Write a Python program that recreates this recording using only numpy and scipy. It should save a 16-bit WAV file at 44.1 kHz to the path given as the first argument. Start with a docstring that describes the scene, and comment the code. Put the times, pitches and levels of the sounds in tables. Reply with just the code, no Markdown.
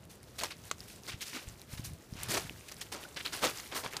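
"""Two dogs jostling on crusty snow and fallen fir branches, outdoors in a yard, close to the microphone.
Each paw crushes the crust in a swell of tiny fractures, and heavy steps make the hollow slab resound.
Twigs and ice snap and click underfoot, needles rustle in between, and there is one faint squeak.
The moving hand-held microphone picks up soft bumps and rumble over a distant hush."""
import sys
import numpy as np
from scipy import signal
from scipy.io import wavfile

SR = 44100
rng = np.random.default_rng(int(sys.argv[2]) if len(sys.argv) > 2 else 0)


def pcm_store(signal):
    """Save signal as 16-bit PCM."""
    levels = np.round(np.clip(np.atleast_2d(signal), -1, 1) * 32767)
    wavfile.write(sys.argv[1], SR, levels.astype(np.int16).T)


N = 176400
TIME = np.arange(N) / SR
HZ = np.fft.rfftfreq(4096, 1 / SR) + 1
BODY_HZ, FIZZ_HZ = 1325, 5500  # low body lies below the first, icy fizz above the second


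def amp(db):
    """Decibels to gain."""
    return 10 ** (np.asarray(db) / 20)


def unit(x):
    """Scales to rms 1."""
    return x / np.sqrt(np.mean(x ** 2) + 1e-20)


def spectrum(points):
    """A curve in dB over HZ, joined on a log-frequency axis."""
    hz, db = np.transpose(points)
    return np.interp(np.log(HZ), np.log(hz), db)


def fader(points):
    """A level curve as gain over time."""
    return amp(np.interp(TIME, *np.transpose(points)))


def add(mix, start, sound):
    """Mixes a sound in at a time in seconds."""
    part = mix[max(round(start * SR), 0):][:len(sound)]
    part += sound[:len(part)]


def colour(x, db):
    """Minimum-phase filter with the given gain curve."""
    log_gain = np.log(amp(np.r_[db, db[-2:0:-1]]))
    taps = np.fft.ifft(np.exp(np.conj(signal.hilbert(log_gain)))).real
    return signal.fftconvolve(x, taps[:len(HZ)])[:len(x)]


def above(hz):
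    """Soft step from 0 to 1 around a frequency."""
    return 1 / (1 + (hz / HZ) ** 4)


def wander(step_s, db):
    """A gain that glides to a new random value every step."""
    knots = np.arange(0, N / SR + step_s, step_s)
    return amp(db * np.interp(TIME, knots, rng.standard_normal(N)[:len(knots)]))


# Tone of the open air, far off: f/Hz, relative level/dB
HUSH_TONE = [(20, -19), (130, 3), (400, 1.5), (2000, -16.5), (15000, -28.5)]
def distant_hush():
    """Steady outdoor hush, well behind the dogs."""
    return amp(-59) * unit(colour(rng.standard_normal(N), spectrum(HUSH_TONE)))


# Tone of the handling noise: f/Hz, relative level/dB
RUMBLE_TONE = [(24, -31), (55, -1), (100, 2.5), (170, -3.5), (900, -52.5)]
# Handling noise, right at the microphone: t/s, level/dB
RUMBLE_FADER = [(0, -56.5), (1.12, -59), (1.4, -71), (1.5, -49), (1.63, -66), (1.8, -51), (1.93, -46.5),
                (2.04, -67), (2.28, -46.5), (2.7, -60.5)]
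def handling_rumble():
    """The microphone rumbles as it moves in the hand."""
    return fader(RUMBLE_FADER) * unit(colour(rng.standard_normal(N), spectrum(RUMBLE_TONE)))


def fractures(per_s, spread_db, low_hz, high_hz=11130, pitches=40, ring_cycles=1.53):
    """Random tiny fractures of uneven size, each a chip ringing for a few cycles."""
    t = TIME[:1024]
    strikes = amp(spread_db * np.minimum(rng.exponential(1, N), 4))
    strikes *= rng.random(N) < per_s / SR
    strikes *= rng.choice([-1, 1], N)
    pitch_index, out = rng.integers(0, pitches, N), np.zeros(N)
    for k, hz in enumerate(np.geomspace(low_hz, high_hz, pitches)):
        chip = np.sin(2 * np.pi * hz * t) * np.exp(-t / (0.000074 + ring_cycles / hz))
        out += signal.oaconvolve(strikes * (pitch_index == k), np.sqrt(hz) * unit(chip))[:N]
    return unit(out)


# Tone of snow crust at close range, shared by the rustle: f/Hz, relative level/dB
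CRUST_TONE = [(100, -5), (350, 3.5), (1400, 1.5), (3300, -1), (4800, -.5), (15000, -6.5)]
# Paws crushing or scuffing the crust, close by: t/s, rise/s, fall/s, relative level/dB, body/dB, fizz/dB
PAW_STEPS = [ (0.094, 0.011, 0.11, -59, -10, 1.5), (0.383, 0.01, 0.026, -42.5, -7, 0.5),
             (.409, 0.0048, 0.061, -43.5, 0, -4), (.436, 0.0021, 0.07, -42.5, -5, -5),
             (0.503, 0.0094, 0.041, -42.5, -15, -15), (0.874, 0.0081, 0.19, -59, -27, 2.5),
             (1.073, .017, 0.051, -43, -8.5, -4.5), (1.115, 0.012, 0.051, -47, -17, -13),
             (1.205, .018, 0.037, -42, -13.5, -1), (1.254, 0.016, 0.14, -48.5, -24, -2.5),
             (1.328, 0.034, 0.083, -42, -10, -9), (1.772, 0.013, 0.011, -47, -17, -10),
             (1.839, 0.012, 0.054, -49.5, -10, 5.5), (2.148, 0.089, 0.15, -49.5, -4, -6.5),
             (2.282, 0.031, 0.083, -40.5, -3.5, 1.5), (2.33, 0.0067, 0.16, -42, 0, -0.5),
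             (2.369, 0.0072, 0.014, -32.5, -4.5, -6), (2.683, 0.0045, 0.015, -43.5, -36, -7.5),
             (2.714, 0.0037, 0.029, -48.5, -5, -5), (2.81, 0.0053, 0.029, -41.5, -10.5, -0.5),
             (2.918, 0.0083, 0.049, -44.5, 0, -0.5), (2.941, 0.005, 0.23, -56.5, 9, -3),
             (3.161, .011, 0.034, -38.5, -10.5, -14), (3.199, 0.0083, 0.019, -38.5, -17.5, -19),
             (3.248, 0.009, 0.051, -38.5, -9, -10.5), (3.321, 0.014, 0.15, -43, -1.5, -2.5),
             (3.418, 0.031, 0.077, -32, -.5, -5.5), (3.714, 0.013, 0.052, -41, -3.5, -17),
             (3.746, 0.019, 0.088, -42.5, 1, 3.5), (3.832, 0.0079, 0.086, -45.5, 4, -9),
             (3.933, 0.0028, 0.16, -48.5, -0.5, -30)]
def paw_crunches(drop_per_fall_db=23.5):
    """Under each paw a jerky shower of fractures and powdery hiss sets in, swells and dies."""
    shower = unit(fractures(per_s=2500, spread_db=2, low_hz=280) + rng.standard_normal(N))
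    out = np.zeros(N)
    for start, rise, fall, db, body_db, fizz_db in PAW_STEPS:
        span = (TIME > start) & (TIME < start + rise + 2 * fall)
        t = TIME[span] - start
        swell = np.minimum(t / rise, 1) ** 0.55
        drop_db = drop_per_fall_db * (np.maximum(t - rise, 0) / fall) ** 1.16
        tone = spectrum(CRUST_TONE) + body_db * (1 - above(BODY_HZ)) + fizz_db * above(FIZZ_HZ)
        add(out, start, colour(shower[span] * swell * amp(db - drop_db), tone))
    return amp(8.5) * out


# Needles and loose snow stirring around the dogs: t/s, level/dB
RUSTLE_FADER = [(.2, -67), (.3, -58), (.8, -56), (1.18, -60.5), (1.45, -48.5), (1.56, -60), (1.72, -53),
                (1.95, -59), (2.63, -54), (3.1, -55.5), (3.62, -45), (3.69, -55), (4, -52.5)]
def needle_rustle(body_db=-4, tick_db=-4):
    """Fir needles and loose snow swish softly in clumps, with scattered small ticks."""
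    stir = rng.standard_normal(N) + amp(tick_db) * fractures(per_s=330, spread_db=4.5, low_hz=BODY_HZ)
    stir *= wander(step_s=0.026, db=3)
    tone = spectrum(CRUST_TONE) + body_db * (1 - above(BODY_HZ))
    return fader(RUSTLE_FADER) * unit(colour(stir, tone))


# Thin twigs and ice chips, close by: t/s, peak level/dB, ring f/Hz
TWIG_CLICKS = [ (0.4016, -26.5, 4300), (0.5144, -35, 4000), (0.521, -33, 4480), (.8052, -31, 4930),
               (1.6165, -39.5, 4160), (1.8581, -37, 11000), (2.4959, -27.5, 2660), (2.6958, -41, 1930),
               (2.722, -33, 6040), (2.8096, -37, 6760), (3.038, -33.5, 2860), (3.262, -20, 4200),
               (3.272, -26, 3060), (3.2782, -29, 4060), (3.5124, -32, 2330), (3.9356, -30.5, 2150)]
def twig_clicks(ring_s=0.00027, grit_db=-12.5):
    """A thin twig or chip of ice gives at once: a tiny burst and a short ring at its own pitch."""
    out, t = np.zeros(N), TIME[:len(HZ)]
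    envelope = t / ring_s * np.exp(1 - t / ring_s)
    for start, db, ring_hz in TWIG_CLICKS:
        ring = np.sin(2 * np.pi * ring_hz * t)
        grit = amp(grit_db) * rng.standard_normal(len(t))
        add(out, start, amp(db) * envelope * (ring + grit))
    return out


# Tone of a break at close range: f/Hz, relative level/dB
SNAP_TONE = [(150, -4), (900, 2), (6500, -2), (15000, -24.5)]
# Twigs and ice breaking underfoot: t/s, level/dB, length/s, ring f/Hz, fizz/dB
TWIG_SNAPS = [(0.4352, -29, 0.0026, 970, 8), (0.7127, -28, 0.0036, 1130, 4.5),
              (2.2334, -33.5, 0.0023, 10100, 47), (2.377, -31.5, .002, 2420, 7),
              (3.8615, -28.5, .002, 940, -32), (3.9676, -27.5, 0.0011, 4550, 9.5)]
def twig_snaps(cutoff_s=0.00013, splinter_s=0.0054):
    """A break tears for a few milliseconds, splinters and rings one heavily damped resonance."""
    out, t = np.zeros(N), TIME[:len(HZ)]
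    for start, db, length, ring_hz, fizz_db in TWIG_SNAPS:
        tear, splinters = rng.standard_normal((2, len(t)))
        tear *= np.exp(-np.maximum(t - length, 0) / cutoff_s - t / length)
        splinters *= amp(-7.5) * np.exp(-t / splinter_s)
        crack = unit(colour(tear + splinters, spectrum(SNAP_TONE) + fizz_db * above(FIZZ_HZ)))
        ring = np.sin(2 * np.pi * ring_hz * t) * np.exp(-t / (length / 2 + 0.00018))
        gain = amp(db) * np.sqrt(length / t[-1])  # the level holds over the break's own length
        add(out, start, gain * (crack + amp(-4) * unit(ring)))
    return out


def resonance(hz, half_width_octaves=0.26):
    """Gain curve of one broad resonance."""
    return 1 / (1 + (np.log2(HZ / hz) / half_width_octaves) ** 2)


# Heavy paws on hollow crust, close by: peak t/s, half-length/s, level/dB, ring f/Hz
HEAVY_STEPS = [(0.436, 0.0085, -41.5, 690), (1.358, 0.023, -46.5, 280), (2.347, 0.046, -42, 350),
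               (3.449, 0.021, -36.5, 493)]
def hollow_crust(overtone_ratio=3.14, overtone_db=-19):
    """The slab of crust under a heavy step resounds in a broad low resonance and its overtone."""
    out = np.zeros(N)
    for peak_s, half_length, db, ring_hz in HEAVY_STEPS:
        slab = resonance(ring_hz) + amp(overtone_db) * resonance(ring_hz * overtone_ratio)
        ring = unit(colour(rng.standard_normal(N), 20 * np.log10(slab)))
        out += amp(db) * np.exp(-((TIME - peak_s) / half_length) ** 2) * ring
    return out


# Paw thuds nearby and knocks on the microphone itself: t/s, peak level/dB, f/Hz
THUDS = [(1.145, -35.5, 75.4), (1.48, -35, 56.6), (1.737, -32.5, 91.5), (1.797, -28.5, 98),
         (2.128, -31, 100), (2.156, -35.5, 119), (2.299, -32, 162), (2.452, -38, 98), (2.51, -36, 198)]
def soft_thuds():
    """Each thud or knock is one low pressure pulse with a shallow dip on either side."""
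    out = np.zeros(N)
    for peak_s, db, hz in THUDS:
        phase_squared = (np.pi * hz * (TIME - peak_s)) ** 2
        out += amp(db) * (1 - 3 * phase_squared) / (1 + phase_squared) ** 3
    return out


# A small squeak among the steps: peak t/s, half-length/s, peak level/dB, f/Hz, glide/(Hz per s)
SMALL_SQUEAK = (3.054, .004, -43, 1470, 15000)
def squeak():
    """One brief, faint squeak that rises in pitch."""
    peak_s, half_length, db, hz, glide = SMALL_SQUEAK
    t = TIME - peak_s
    return amp(db) * np.exp(-(t / half_length) ** 2) * np.sin(2 * np.pi * (hz + glide * t / 2) * t)


def yard_scatter(x, t60_s=0.093, build_s=0.04):
    """Weak, dull reflections come back to the microphone from fence, sheds and trees."""
    t = TIME[:SR // 2]
    envelope = np.minimum(t / build_s, 1) * np.exp(-np.log(1000) * t / t60_s)
    tail = colour(rng.standard_normal(len(t)) * envelope, -6 * above(hz=4970))
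    return amp(-24.5) * signal.fftconvolve(x, tail / np.linalg.norm(tail))[:N]


def scene():
    """Paws, twigs and needles close up in the yard, on one hand-held microphone with its own noises."""
    ground = paw_crunches() + hollow_crust() + twig_snaps() + twig_clicks() + squeak() + needle_rustle()
    return (ground + yard_scatter(ground) + handling_rumble() + soft_thuds() + distant_hush())[None]


def record(dry):
    """The recorder's band limit cuts off the top treble."""
    edge_hz = 15300
    taps = signal.firwin(401, edge_hz, window=("kaiser", 8), fs=SR)
    return signal.oaconvolve(dry, taps[None], "same")


dry = scene()
out = record(dry)
pcm_store(out)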